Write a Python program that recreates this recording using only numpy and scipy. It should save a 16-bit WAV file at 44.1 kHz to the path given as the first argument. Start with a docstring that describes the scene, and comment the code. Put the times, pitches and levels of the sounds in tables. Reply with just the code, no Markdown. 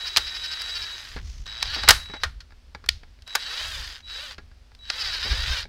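"""A walled back yard: a cordless impact driver bores through a plastic panel in five short runs.
Its speed control whistles, its gears tick and rattle, the bit rubs once a turn, and the hammer
clacks when the bit grabs. The panel knocks as the tool is moved; a light wind buffets the microphone."""
import sys
import numpy as np
from scipy import signal
from scipy.fft import rfft, irfft, next_fast_len
from scipy.io import wavfile
from scipy.ndimage import uniform_filter1d

SR = 44100
rng = np.random.default_rng(int(sys.argv[2]) if len(sys.argv) > 2 else 0)


def unload_wav(signal):
    """Save mono or channel-first audio to the path in sys.argv[1] as 16-bit WAV at rate SR, clipped to [-1, 1]."""
    wavfile.write(
        sys.argv[1],
        SR,
        np.round(np.clip(np.atleast_2d(signal).T, -1, 1) * 32767).astype(np.int16),
    )


N = 250488
TIME = np.arange(N) / SR

# tool and panel resonances: centre_hz, width_hz, lift_db
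BODY_MODES = [(850, 30, 3.5), (1414, 22, 4), (1595, 110, 3), (1843, 98, 5.5), (2315, 45, 1),
              (3760, 230, 1.5), (4220, 45, 2), (4330, 230, 2), (4970, 1400, 4.5), (5884, 80, -2),
              (6550, 180, -2.5), (6420, 45, 5)]


def from_db(db):
    return 10 ** (np.asarray(db) / 20)


def unit_rms(x):
    return x / np.sqrt(np.mean(x ** 2) + 1e-20)


def butter(x, hz, kind="low", order=2):
    return signal.sosfilt(signal.butter(order, hz, kind, fs=SR, output="sos"), x + 1e-18)


def drift(cutoff_hz):
    """Low-passed random wander, unit RMS."""
    return unit_rms(butter(rng.standard_normal(N + SR), cutoff_hz)[SR:])


def colour(x, spectrum, modes=()):
    """Minimum-phase filter of unit power: a smooth spectrum plus resonances."""
    size = next_fast_len(N + SR // 4, True) // 2 * 2
    hz = np.maximum(np.arange(size // 2 + 1) * SR / size, 1)
    point_hz, point_db = np.transpose(spectrum)
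    rolloff_db = 20 * np.log10(np.maximum(point_hz[0] / hz, 1) * np.maximum(hz / point_hz[-1], 1))
    db = np.interp(np.log(hz), np.log(point_hz), point_db) - rolloff_db
    for centre_hz, width_hz, lift_db in modes:
        db += lift_db / (1 + (2 * (hz - centre_hz) / width_hz) ** 2)
    cepstrum = irfft(np.log(unit_rms(from_db(db))))
    cepstrum[1:size // 2] *= 2
    cepstrum[size // 2 + 1:] = 0
    return irfft(rfft(x, size) * np.exp(rfft(cepstrum)))[:N]


def noise(spectrum):
    return colour(rng.standard_normal(N), spectrum)


def contacts(starts_s, levels_db, t60s_s, rise_s=.0009, tail_db=-25, tail_t60_s=.28):
    """Each contact: a dense, fast-dying crack and a faint diffuse tail that grows with its energy."""
    out = np.zeros(N)
    for start_s, level_db, t60_s in zip(starts_s, levels_db, t60s_s):
        at = int(start_s * SR)
        age_s = TIME[:min(SR // 2, N - at)]
        crack = np.minimum(age_s / rise_s, from_db(-60 * (age_s - rise_s) / t60_s))
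        crack *= rng.choice([-1, 1], len(age_s))
        tail = from_db(tail_db - 60 * age_s / tail_t60_s) * min(t60_s / .03, np.sqrt(t60_s / .03))
        tail *= rng.standard_normal(len(age_s))
        out[at:at + len(age_s)] += from_db(level_db) * (crack + tail)
    return out


def ticks(cycles, spread_db):
    """One click of random strength per cycle, split between two samples; unit RMS."""
    at = np.flatnonzero(np.diff(np.floor(cycles)) > 0)
    step = cycles[at + 1] - cycles[at]
    late = (np.ceil(cycles[at]) - cycles[at]) / step
    size = from_db(spread_db * rng.standard_normal(len(at))) / np.sqrt(step)
    out = np.zeros(N)
    out[at], out[at + 1] = size * (1 - late), size * late
    return unit_rms(out)


def yard(air_db=-63.5, hum_hz=239, hum_db=-72):
    """Quiet outdoor noise with a far hum."""
    air_spectrum = [(100, -12.5), (165, -16), (375, -14), (800, -17.5), (1800, -19), (5000, -19.5),
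                    (6800, -29), (15000, -42)]  # freq_hz, density_db
    hum = from_db(hum_db + 2 * drift(6)) * np.sqrt(2) * np.sin(2 * np.pi * hum_hz * TIME)
    return hum + from_db(air_db) * noise(air_spectrum)


def wind(breeze_db=-50.5, rise_s=.044, fall_s=.075):
    """Puffs swell and die on the microphone over a steady breeze."""
    puffs = [(.22, -43), (0.779, -44.5), (1.209, -30), (1.4, -33.5), (1.681, -34.5), (1.9, -26),
             (2.271, -31.5), (2.92, -34.5), (3.66, -40), (3.8, -36.5), (4.43, -45), (5.08, -37.5),
             (5.32, -24.5), (5.5, -28)]  # peak_s, level_db
    buffet_spectrum = [(15, -5), (28, -1), (42, 3), (70, 1.5), (100, -13), (160, -23), (300, -38),
                       (700, -48.5)]  # freq_hz, density_db
    swell = sum(from_db(level_db) * np.exp(-np.maximum((peak_s - TIME) / rise_s, (TIME - peak_s) / fall_s))
                for peak_s, level_db in puffs)
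    return np.hypot(from_db(breeze_db), swell) * noise(buffet_spectrum)


def yard_echo(x, t60_s=.15, wet_db=-19, cutoff_hz=6000):
    """Wall and fence scatter a short, dull tail."""
    age_s = TIME[:SR // 2]
    envelope = from_db(-60 * age_s / t60_s) * (1 - np.exp(-age_s / .005))
    tail = butter(rng.standard_normal(len(age_s)) * envelope, cutoff_hz, order=1)
    return from_db(wet_db) * signal.fftconvolve(x, tail / np.sqrt(2 * np.sum(tail ** 2)))[:N]


def bit_slide(start_s=1.199, end_s=1.51, ramp_s=.086, level_db=-48, fade_db_per_s=38):
    """The flutes scrape the rim of the first hole, ever more lightly as the bit comes out."""
    scrape_spectrum = [(800, -6), (2000, -0.5), (4000, 2), (6200, 4), (8000, -12), (15000, -24)]  # freq_hz, density_db
    age_s = np.maximum(TIME - start_s, 0)
    contact = np.clip(np.minimum(age_s, end_s - TIME) / ramp_s, 0, 1)
    return contact * from_db(level_db - fade_db_per_s * age_s + 2.1 * drift(96)) * noise(scrape_spectrum)


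def panel_knocks():
    """Dull taps on panel and grip set the hollow plastic flexing."""
    taps = [(0.175, -35.5, -1.5, 0.16), (1.163, -33, 5.5, 0.099), (1.762, -33.5, -15, 0.22),
            (1.837, -29, -10.5, .09), (1.889, -23.5, -5, 0.051), (2.098, -38, 7, 0.066),
            (2.136, -32, -9, 0.095), (2.159, -40.5, -11, 0.081), (2.506, -49.5, -18, .025),
            (2.521, -47.5, -18, 0.029), (2.748, -29, -9, 0.03), (2.84, -40.5, -7, 0.042),
            (3.032, -41.5, -11, .036), (3.188, -52.5, -15, 0.023), (4.383, -39.5, 4, 0.065),
            (4.514, -51, -15, 0.032), (4.717, -48, -14, 0.016), (5.252, -34, 1.5, 0.32),
            (5.327, -32, 2, 0.08), (5.653, -37.5, -0.5, 0.023)]  # start_s, level_db, thump_offset_db, t60_s
    tap_spectrum = [(120, -2.5), (400, 4.5), (800, 0), (1100, 1.5), (1500, 4), (2200, 3), (3000, -9),
                    (4700, -2.5), (7000, -24.5), (14000, -41)]  # freq_hz, density_db
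    hollow_modes = [(837, 60, 7.5), (1394, 50, 5.5), (1663, 50, 7), (2277, 70, 4)]  # centre_hz, width_hz, lift_db
    flex_modes = [(75, -5.5, 0.096), (167, -6.5, 0.067), (248, -15, 0.14), (405, -10.5, 0.081)]  # pitch_hz, level_db, t60_s
    start_s, level_db, thump_offset_db, t60_s = np.transpose(taps)
    push = np.zeros(N)
    push[(start_s * SR).astype(int)] = from_db(level_db + thump_offset_db)
    age_s = TIME[:SR // 2]
    flex = sum(from_db(db - 60 * age_s / ring_s) * np.sin(2 * np.pi * hz * age_s)
               for hz, db, ring_s in flex_modes)
    thumps = signal.fftconvolve(push, flex)[:N]
    return colour(contacts(start_s, level_db, t60_s), tap_spectrum, hollow_modes) + thumps


def binding(rub_s=.034):
    """How hard the bit binds in its hole: flat-topped swells, at most one a turn."""
    rubs = [(.073, -31.5), (0.282, -36.5), (.36, -35), (.451, -34), (.529, -35.5), (.612, -36.5),
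            (.697, -39), (.766, -33.5), (0.833, -36), (1.75, -32), (2.226, -42), (5.012, -31.5),
            (5.062, -32.5), (5.141, -33), (5.246, -34), (5.312, -30.5), (5.526, -33), (5.58, -34.5)]  # centre_s, level_db
    return sum(from_db(level_db) * np.exp(-np.minimum((2 * (TIME - centre_s) / rub_s) ** 4, 50))
               for centre_s, level_db in rubs)


def gear_rate(bind, sag=.8):
    """Gear ticks per second: zero between runs, sagging a little when the bit binds."""
    # speed curve of each run: time_s, tick_hz
    first_hole = [(0, 380), (.06, 360), (.2, 277), (.38, 316), (.445, 306), (.53, 317), (.7, 367),
                  (.93, 324), (1.13, 238), (1.22, 33)]
    jammed_run = [(1.458, 92), (1.601, 125.7), (1.669, 262), (1.74, 302), (1.86, 200), (1.949, 117.3),
                  (2.05, 33), (2.15, 40), (2.24, 10)]
    second_hole = [(3.265, 69.98), (3.38, 131.4), (3.55, 451), (3.62, 530), (3.7, 560), (3.8, 437),
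                   (3.95, 180), (4.02, 15)]
    clearing_run = [(4.026, 65), (4.07, 100), (4.12, 336.5), (4.17, 436.5), (4.24, 507), (4.32, 420),
                    (4.36, 0)]
    third_hole = [(4.79, 29.5), (4.87, 150), (4.93, 410), (5, 450), (5.19, 292), (5.25, 378), (5.4, 458),
                  (5.52, 537), (5.6, 470.5), (5.655, 0)]
    curves = first_hole, jammed_run, second_hole, clearing_run, third_hole
    tick_hz = np.max([np.interp(TIME, *np.transpose(curve), left=0, right=0) for curve in curves], axis=0)
    return tick_hz * (1 - sag * bind) * (1 + .006 * drift(25))


def drive_gains(tick_hz, bind, working_hz=340, coast_loss_db=3.5, strain_db=-18.5, idle_current=.33):
    """Gains of gears, mesh, chips and whistle, from speed, trigger and load."""
    # trigger pulls: press_s, ease_s, release_s, load_rise_s, gear_db, chip_db, whistle_db, mesh_db
    runs = [(0, 0.82, 1.13, 0.00067, -38.5, -54.5, -36.5, -3),
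            (1.452, 2.176, 2.256, 0.0037, -34.5, -54.5, -37.5, 1),
            (3.256, 3.644, 3.69, 0.039, -36.3, -52, -39.5, 0),
            (4.025, 4.187, 4.31, 0.062, -42, -58, -40.5, 1),
            (4.777, 5.499, 5.73, 0.29, -34.5, -52, -38.5, 1)]
    runs = np.array(runs)
    active_run = runs[np.searchsorted(runs[1:, 0], TIME)]
    press_s, ease_s, release_s, load_rise_s, gear_db, chip_db, whistle_db, mesh_db = active_run.T
    trigger = np.clip((release_s - TIME) / (release_s - ease_s), 0, 1)
    load = np.clip((TIME - press_s) / load_rise_s, 0, 1)
    pace = tick_hz / working_hz
    gear_gain = load * np.minimum(pace, 1) ** .66 * from_db(gear_db - coast_loss_db * (1 - trigger))
    gear_gain += from_db(strain_db) * bind
    chip_gain = load * pace ** .99 * from_db(chip_db)
    current = trigger ** 1.135 * np.minimum(pace, 1) ** .29 * (idle_current + (1 - idle_current) * load)
    return gear_gain, from_db(mesh_db), chip_gain, current * from_db(whistle_db)


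def multipath(x):
    """Paths through housing, bit and panel come and go: partials swell and fade, power stays level."""
    paths = [(.0007, -4), (.0015, 1.5), (.0029, -6.5)]  # delay_s, level_db
    total = x + sum(from_db(level_db) * drift(14) * np.interp(TIME - delay_s, TIME, x, left=0)
                    for delay_s, level_db in paths)
    return total / np.sqrt(uniform_filter1d(total ** 2, SR // 25) + .05)


def bit_rub(cycles, bind):
    """The binding bit passes the gear ticks into a bright resonance."""
    rub_spectrum = [(900, -26), (1600, -10), (2800, -9.5), (4100, -7), (4700, 3), (5300, -0.5), (6100, -22),
                    (10000, -30.5)]  # freq_hz, density_db
    chatter = multipath(ticks(cycles, spread_db=1.8)) + .55 * rng.standard_normal(N)
    return colour(bind * chatter, rub_spectrum)


def motor(tick_hz, cycles, gain, turns_per_tick=1.19, hum_db=-13.5, octave_db=-7.5, max_gain_db=-42):
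    """The rotor hums at its turning rate and whines as it spins freely."""
    whine_spectrum = [(500, -23.5), (1200, -7), (2500, 8), (3600, 13.5), (5200, -15), (6200, -25),
                      (8000, -7), (14000, -22)]  # freq_hz, density_db
    turns = turns_per_tick * cycles
    free_spin = np.clip((tick_hz - 380) / 120, 0, 1)
    whine = free_spin * colour(multipath(ticks(turns, spread_db=1.5)), whine_spectrum, BODY_MODES)
    hum = from_db(hum_db + 3.8 * drift(25)) * np.minimum(tick_hz / 480, 1) ** 3 * np.sin(2 * np.pi * turns)
    octave = free_spin * from_db(octave_db) * np.sin(4 * np.pi * turns)
    return np.minimum(gain, from_db(max_gain_db)) * (whine + hum + octave)


def control_whistle(gain, switch_hz=3901, overtones_db=(-27, -39, -42)):
    """The speed control chops the motor current at a fixed rate; the overtones waver."""
    phase = 2 * np.pi * switch_hz * TIME
    overtones = sum(from_db(db + 3 * drift(3.9)) * np.sin(k * phase)
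                    for k, db in enumerate(overtones_db, 2))
    return np.sqrt(2) * (np.sin(phase) + overtones) * gain * from_db(1.6 * drift(25))


def gears_and_chips(tick_hz, cycles, gear_gain, mesh_gain, chip_gain, mesh_db=-1.5, rattle_db=-5.5):
    """Gears tick evenly under load and rattle loosely at speed; the cutting edge hisses."""
    # spectra: freq_hz, density_db
    tick_spectrum = [(250, -24), (600, -18), (1100, -7.5), (1650, 1.5), (2300, -5), (3000, 2), (4000, 1),
                     (5000, 3), (6000, -19), (9000, -41.5)]
    rattle_spectrum = [(200, -23.5), (500, -7), (950, -3.5), (1500, 3), (2300, 0.5), (3200, 4),
                       (4200, -4.5), (5000, -9), (6000, -3.5), (8000, -28.5), (11000, -34)]
    chip_spectrum = [(3000, -9), (6500, 8), (9000, -1.5), (12000, -4.5), (15000, -10.5)]
    mesh = colour(multipath(ticks(cycles, spread_db=3)), tick_spectrum, BODY_MODES)
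    mesh *= from_db(mesh_db) * np.minimum(tick_hz / 170, 1)  # slow teeth meet softly
    gate = unit_rms(.36 + np.exp(-(cycles % 1) / .28))  # noise bunches behind each tick
    grains = rng.standard_normal(N) * gate * from_db(4 * drift(900))
    loose_db = 4 * np.clip((tick_hz - 330) / 200, 0, 1)
    rattle = colour(grains, rattle_spectrum, BODY_MODES) * from_db(rattle_db + loose_db)
    hiss = noise(chip_spectrum) * gate * from_db(3 * drift(400))
    return gear_gain * (mesh_gain * mesh + rattle) + chip_gain * hiss


def hammer_clacks(body_hz=2500, treble_hz=6800):
    """Steel strikes steel in hammer and chuck; the panel lends each blow more or less body."""
    blows = [(0.084, -19.5, -6, -24, .008), (0.1624, -4, -8, -18, 0.011), (0.1697, -2, -6, -3, 0.03),
             (.18, -14, -20, -3, 0.02), (0.6182, -26, -27, 8.5, 0.012), (1.464, -27.5, -2.5, -18, 0.019),
             (1.6253, -17.5, -4.5, -21, .04), (1.6275, -9.5, -6, -3, 0.0086),
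             (1.787, -25, -4, -18.5, 0.0062), (1.8347, -15, -1.5, -9.5, 0.013),
             (1.878, -14.5, 8.5, -19, 0.028), (1.887, 4.5, 1.5, 5, .036), (1.8976, -9.5, -8, -7, 0.019),
             (1.9057, 1, 1, 3, 0.031), (2.2341, -15, 3.5, -4, 0.047), (2.404, -36, -6, -10, 0.056),
             (2.861, -40, 5, 5.5, 0.02), (2.8874, -15, -13, -5, 0.013), (2.8891, 2, -21.5, -10.5, 0.0098),
             (3.221, -40, -7, -5, 0.02), (3.276, -34, 0.5, -1, 0.027), (3.3512, -21, 11.5, 8, 0.039),
             (3.354, -17.5, 6, 12, 0.016), (4.309, -31, -2.5, -20, 0.035), (4.381, -33, 0, -22.5, 0.012),
             (4.749, -39.5, -9, -7, 0.019), (4.9005, -10, -3.5, -18.5, 0.018)]  # start_s, level_db, body_offset_db, treble_offset_db, steel_t60_s
    clack_spectrum = [(100, -30.5), (450, -6.5), (950, 0), (1400, 6.5), (2500, 2), (4000, 3), (5400, -2.5),
                      (7000, -7.5), (10000, -12.5), (15000, -22)]  # freq_hz, density_db
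    start_s, level_db, body_offset_db, treble_offset_db, t60_s = np.transpose(blows)
    body = butter(contacts(start_s, level_db + body_offset_db - 3.5, 1.55 * t60_s), body_hz)
    steel = butter(contacts(start_s, level_db - 2.5, t60_s), [body_hz, treble_hz], "band")
    treble = butter(contacts(start_s, level_db + treble_offset_db + 1, .92 * t60_s), treble_hz, "high")
    return colour(body + steel + treble, clack_spectrum, BODY_MODES)


def scene():
    """The running tool and its echo, plus blows, knocks, wind and yard; mono."""
    bind = binding()
    tick_hz = gear_rate(bind)
    gear_gain, mesh_gain, chip_gain, whistle_gain = drive_gains(tick_hz, bind)
    backlash = .011 * drift(160) * np.minimum(tick_hz / 300, 1)  # gear play blurs the high partials
    cycles = np.cumsum(tick_hz) / SR + backlash
    tool = gears_and_chips(tick_hz, cycles, gear_gain, mesh_gain, chip_gain)
    tool += motor(tick_hz, cycles, gear_gain) + control_whistle(whistle_gain) + bit_rub(cycles, bind)
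    return (tool + yard_echo(tool) + hammer_clacks() + panel_knocks() + bit_slide() + wind() + yard())[None]


def record(dry):
    """The loudest blows clip; a steep low-pass cuts the top."""
    ceiling, cutoff_hz = .85, 15800
    lowpass = signal.ellip(10, .1, 80, cutoff_hz, fs=SR, output="sos")
    return signal.sosfilt(lowpass, np.clip(dry, -ceiling, ceiling))


dry = scene()
out = record(dry)
unload_wav(out)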